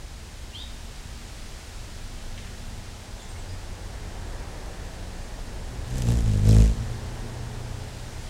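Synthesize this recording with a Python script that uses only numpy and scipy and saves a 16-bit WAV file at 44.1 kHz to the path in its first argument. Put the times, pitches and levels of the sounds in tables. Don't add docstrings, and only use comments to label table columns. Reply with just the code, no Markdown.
import sys
import numpy as np
from scipy import signal
from scipy.fft import rfft, irfft, next_fast_len
from scipy.io import wavfile
from scipy.ndimage import uniform_filter1d

SR = 44100
rng = np.random.default_rng(int(sys.argv[2]) if len(sys.argv) > 2 else 0)


def dump(signal):
    limited = np.clip(np.atleast_2d(signal).T, -1, 1)
    pcm = np.round(limited * 32767).astype(np.int16)
    wavfile.write(sys.argv[1], SR, pcm)


N = 365588
TIME = np.arange(N) / SR

# f/Hz, relative spectral density/dB
RUMBLE_SPECTRUM = [(12, -15), (25, 7.5), (45, 0.5), (70, -2.5), (100, -6.5), (150, -14.5), (250, -21),
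                   (500, -39), (4000, -90)]
TYRE_SPECTRUM = [(100, -15), (200, -5), (330, -1), (600, -3), (850, -4), (1200, -12.5), (1800, -10),
                 (2500, -23), (5000, -35), (16000, -70)]
HISS_SPECTRUM = [(200, -1.5), (1200, 0), (2500, 0), (5000, -1), (7500, -3.5), (9500, -7.5), (11500, -14.5),
                 (13500, -17.5), (16000, -20.5)]
# closest t/s, time to half power/s, peak level/dB
CAR_PASSES = [(3.3, 0.75, -53.5), (4.5, 0.55, -45), (5.8, .4, -47), (7.25, 0.62, -45)]
# t/s, level/dB
HISS_ENVELOPE = [(0, -49), (1.4, -46.5), (4, -48.5), (5.8, -48), (7, -47), (7.5, -48), (8.29, -46)]
# loudest t/s, half length/s, f/Hz, glide/(Hz/s), level/dB, level of the octave/dB
ENGINES = [(0.997, 1.05, 114.8, 1, -64, -56), (2.601, 0.79, 115.3, 0.5, -54, -53.5),
           (2.798, 0.93, 95, 1.5, -47, -56.5), (3.795, 0.66, 90.5, -1, -41.5, -60),
           (5.3, 0.78, 91.3, 0, -46.5, -51), (7.099, 1.63, 118.1, 0.75, -40, -50),
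           (7.499, 0.93, 89.1, -3, -42.5, -56), (7.3, 0.84, 213.6, -3.5, -52, -55)]
# t/s, length/s, start f/Hz, end f/Hz, level/dB
PEEP_NOTES = [(2.17, 0.027, 3210, 3030, -56), (2.393, 0.074, 3620, 3430, -63),
              (3.188, 0.044, 3577, 3360, -53), (3.213, 0.034, 7900, 6650, -53),
              (3.285, 0.033, 8770, 8100, -54), (3.353, 0.021, 2070, 2190, -50),
              (3.375, .04, 8430, 7200, -54), (3.483, 0.038, 4810, 5000, -52)]
# t/s, initial level/dB, centre f/Hz
CHIP_NOTES = [(2.378, -40, 2600), (2.392, -51, 3600), (2.445, -45.5, 1900)]
# t/s, f/Hz
WINGBEAT = [(5.84, 58.9), (5.98, 65.6), (6.07, 57.5), (6.17, 59.8), (6.24, 55.25), (6.38, 49.74),
            (6.51, 53.67), (6.95, 55.1)]
# t/s, gain/dB
FLIGHT_GAIN = [(5.87, -47.5), (5.975, -37), (6.035, -37.5), (6.092, -27), (6.14, -31.5), (6.19, -32.5),
               (6.238, -37), (6.29, -29), (6.42, -31), (6.495, -22), (6.612, -23), (6.78, -43.5),
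               (6.95, -47)]
# t/s, half length/s
BANKING = [(6.182, 0.036), (6.688, 0.12)]
# f/Hz, relative level/dB
FLICK_SPECTRUM = [(150, 3), (215, 2.5), (260, -1.5)]
BUZZ_SPECTRUM = [(250, 4.5), (290, 3), (350, -1), (385, -6.5), (430, 1.5), (480, 2.5), (540, -7.5),
                 (600, -4.5), (660, -9), (760, -24)]
# f/Hz, relative spectral density/dB
SWISH_SPECTRUM = [(300, 10.5), (800, 4.5), (1300, -4), (2500, -1), (4800, -3.5), (7500, -0.5),
                  (10000, -10.5), (13000, -19), (16000, -29)]
# t/s, initial level before the low-pass/dB, centre f/Hz
NEST_SNAGS = [(5.878, -39, 8060), (5.904, -39, 7000), (5.9815, -29, 7450), (6.0212, -27.5, 5500),
              (6.206, -37, 7000)]
# t/s, half length/s, level/dB, centre f/Hz
FEATHER_RASPS = [(6.10, 0.014, -50, 3500), (6.502, 0.029, -39, 4700)]


def undb(db):
    return 10 ** (np.asarray(db) / 20)


def unit(x):
    return x / np.sqrt(np.mean(x ** 2))


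def curves(table):
    s, *columns = np.transpose(table)
    return [np.interp(TIME, s, c) for c in columns]


def swell(s, half_length):
    return np.exp(-((TIME - s) / half_length) ** 2)


def walk(rate_hz):
    hold = int(SR / rate_hz)
    steps = np.repeat(rng.standard_normal(N // hold + 1), hold)[:N]
    return 1.3 * uniform_filter1d(uniform_filter1d(steps, hold), hold)


def noise(spectrum):
    hz, db = np.transpose(spectrum)
    size = next_fast_len(N)
    f = np.maximum(np.fft.rfftfreq(size, 1 / SR), 1)
    gain = undb(np.interp(np.log(f), np.log(hz), db)) * np.minimum(f / hz[0], 1)
    return unit(irfft(rfft(rng.standard_normal(size)) * gain, size)[:N])


def band_noise(hz, spread, n):
    band = signal.butter(2, [hz / (1 + spread), hz * (1 + spread)], "band", fs=SR, output="sos")
    return signal.sosfilt(band, rng.standard_normal(n))


def traffic(roads_db=-54, rumble_base_db=-39.5, rumble_follows=0.4, gust_db=1):
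    passing = sum(undb(db) ** 2 / (1 + ((TIME - s) / half_time) ** 2) for s, half_time, db in CAR_PASSES)
    roar = np.sqrt(undb(roads_db) ** 2 + passing)
    rumble = undb(rumble_base_db + 6.4 * swell(6.26, 0.56))
    rumble *= (roar / undb(roads_db)) ** rumble_follows
    return noise(RUMBLE_SPECTRUM) * rumble * undb(gust_db * walk(9.6)) + noise(TYRE_SPECTRUM) * roar


def hiss():
    level_db, = curves(HISS_ENVELOPE)
    return noise(HISS_SPECTRUM) * undb(level_db)


def engine(s, half_length, hz, glide, db, octave_db, waver=0.00413, flutter_db=2):
    pitch = (hz + glide * (TIME - s)) * (1 + waver * walk(6))
    phase = 2 * np.pi * np.cumsum(pitch) / SR
    fundamental = undb(db + flutter_db * walk(7.5)) * np.sin(phase)
    octave = undb(octave_db + flutter_db * walk(6.7)) * np.sin(2 * phase)
    return np.sqrt(2) * swell(s, half_length) * (fundamental + octave)


def rising_call(start_s=.52, length_s=.122, start_hz=2470, top_hz=3795, gain_db=-39.5,
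                attack_s=0.032, release_s=0.0079, fall_db_per_s=31):
    t = TIME - start_s
    to_go = np.clip(1 - t / length_s, 0, 1)
    hz = top_hz - (top_hz - start_hz) * to_go ** 2
    phase = 2 * np.pi * np.cumsum(hz * (1 + .024 * walk(600))) / SR
    tone = np.sin(phase) + undb(-12) * np.sin(1.31 * phase)
    envelope = np.clip(np.minimum(t / attack_s, (length_s - t) / release_s), 0, 1)
    throb = 1 - 0.43 * np.sin(np.pi * (TIME - 0.566) / 0.047) ** 2
    gain = undb(gain_db - fall_db_per_s * np.clip(t, 0, length_s))
    hoarseness = 1 + undb(-7) * walk(500)
    return np.sqrt(2) * gain * envelope * throb * hoarseness * tone


def garden_scatter(x, t60=0.49, wet_db=-3, build_s=0.0053):
    t = TIME[:SR]
    tail = rng.standard_normal(SR) * np.exp(-np.log(1000) * t / t60) * (1 - np.exp(-t / build_s))
    return x + undb(wet_db) * signal.fftconvolve(x, tail / np.linalg.norm(tail))[:N]


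def peeps():
    out = np.zeros(N)
    quaver = 1 + .035 * walk(900)
    for s, length, start_hz, end_hz, db in PEEP_NOTES:
        i, n = int(s * SR), int(length * SR)
        phase = 2 * np.pi * np.cumsum(np.linspace(start_hz, end_hz, n) * quaver[i:i + n]) / SR
        out[i:i + n] += np.sqrt(2) * undb(db) * np.sin(phase) * signal.windows.tukey(n, .5)
    return out


def bursts(table, decay_s, spread):
    out = np.zeros(N)
    t = TIME[:SR // 2]
    for s, db, hz in table:
        i = int(s * SR)
        out[i:i + len(t)] += undb(db) * unit(band_noise(hz, spread, len(t))) * np.exp(-t / decay_s)
    return out


def chips():
    return bursts(CHIP_NOTES, decay_s=0.013, spread=0.47)


def wings(mid_downstroke_s=6.567, fade_s=0.027, steady_air=0.26, upstroke=0.46):
    hz, = curves(WINGBEAT)
    gain_db, = curves(FLIGHT_GAIN)
    bank = sum(swell(s, half_length) for s, half_length in BANKING)
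    turns = np.cumsum(hz) / SR
    turns -= turns[int(mid_downstroke_s * SR)]
    airflow = steady_air + stroke_pulse(turns, 0, 0.071) + upstroke * stroke_pulse(turns, 0.48, 0.069)
    inside_s = np.minimum(TIME - FLIGHT_GAIN[0][0], FLIGHT_GAIN[-1][0] - TIME)
    flying = np.clip(inside_s / fade_s + 1, 0, 1)
    sound = wing_hum(turns, bank) + wing_overtones(hz, turns, bank) + feather_swish(hz, turns, airflow)
    return flying * undb(gain_db) * sound + feather_rasps(airflow)


def stroke_pulse(turns, centre, width):
    return np.exp((np.cos(2 * np.pi * (turns - centre)) - 1) / (2 * np.pi * width) ** 2)


def wing_hum(turns, bank, lift_db=2, drag_db=6.5):
    lift = undb(lift_db + 11 * bank) * np.cos(2 * np.pi * turns)
    drag = undb(drag_db - 13 * bank ** 4) * np.cos(4 * np.pi * turns)
    return np.sqrt(2) * (lift + drag)


def wing_overtones(hz, turns, bank, reversal_turns=0.244, flick_db=-1, buzz_db=-10, flutter_db=1.9):
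    since_reversal = turns - reversal_turns
    flick = harmonics(FLICK_SPECTRUM, hz, since_reversal, wander_rad=.22, orders=range(3, 5))
    buzz_gain = undb(buzz_db + 2.5 * bank + flutter_db * walk(46))
    buzz = harmonics(BUZZ_SPECTRUM, hz, since_reversal, wander_rad=.35, orders=range(5, 15))
    return undb(flick_db) * flick + buzz_gain * buzz


def harmonics(spectrum, hz, turns, wander_rad, orders):
    f, db = np.transpose(spectrum)
    out = power = 0
    for k in orders:
        gain = undb(np.interp(k * hz, f, db))
        out = out - gain * np.cos(2 * np.pi * k * turns + wander_rad * walk(16))
        power = power + gain ** 2 / 2
    return out / np.sqrt(power)


def feather_swish(hz, turns, airflow, cruise_hz=52, cruise_db=-15, db_per_hz=0.72, tick_db=-14):
    rush = unit(noise(SWISH_SPECTRUM) * airflow * undb(1.3 * walk(110)))
    fanning = np.exp(-((turns - .72) % 1) / .09) * undb(2 * walk(55))
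    ticks = unit(noise([(3000, -20), (8500, 0), (11500, -4), (15000, -17)]) * fanning)
    return undb(cruise_db + db_per_hz * (hz - cruise_hz)) * (rush + undb(tick_db) * ticks)


def nest_snags(edge_hz=9600):
    clicks = bursts(NEST_SNAGS, decay_s=.002, spread=.9)
    return signal.sosfilt(signal.butter(2, edge_hz, fs=SR, output="sos"), clicks)


def feather_rasps(airflow, spread=0.28):
    return sum(undb(db) * swell(s, half_length) * unit(airflow * band_noise(hz, spread, N))
               for s, half_length, db, hz in FEATHER_RASPS)


def scene():
    hummingbird = nest_snags() + wings()
    birds = garden_scatter(rising_call() + peeps() + chips())
    background = traffic() + hiss() + sum(engine(*row) for row in ENGINES)
    return (hummingbird + birds + background)[None]


def record(dry):
    return signal.sosfilt(signal.ellip(12, .1, 80, 15850, fs=SR, output="sos"), dry)


dry = scene()
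out = record(dry)
dump(out)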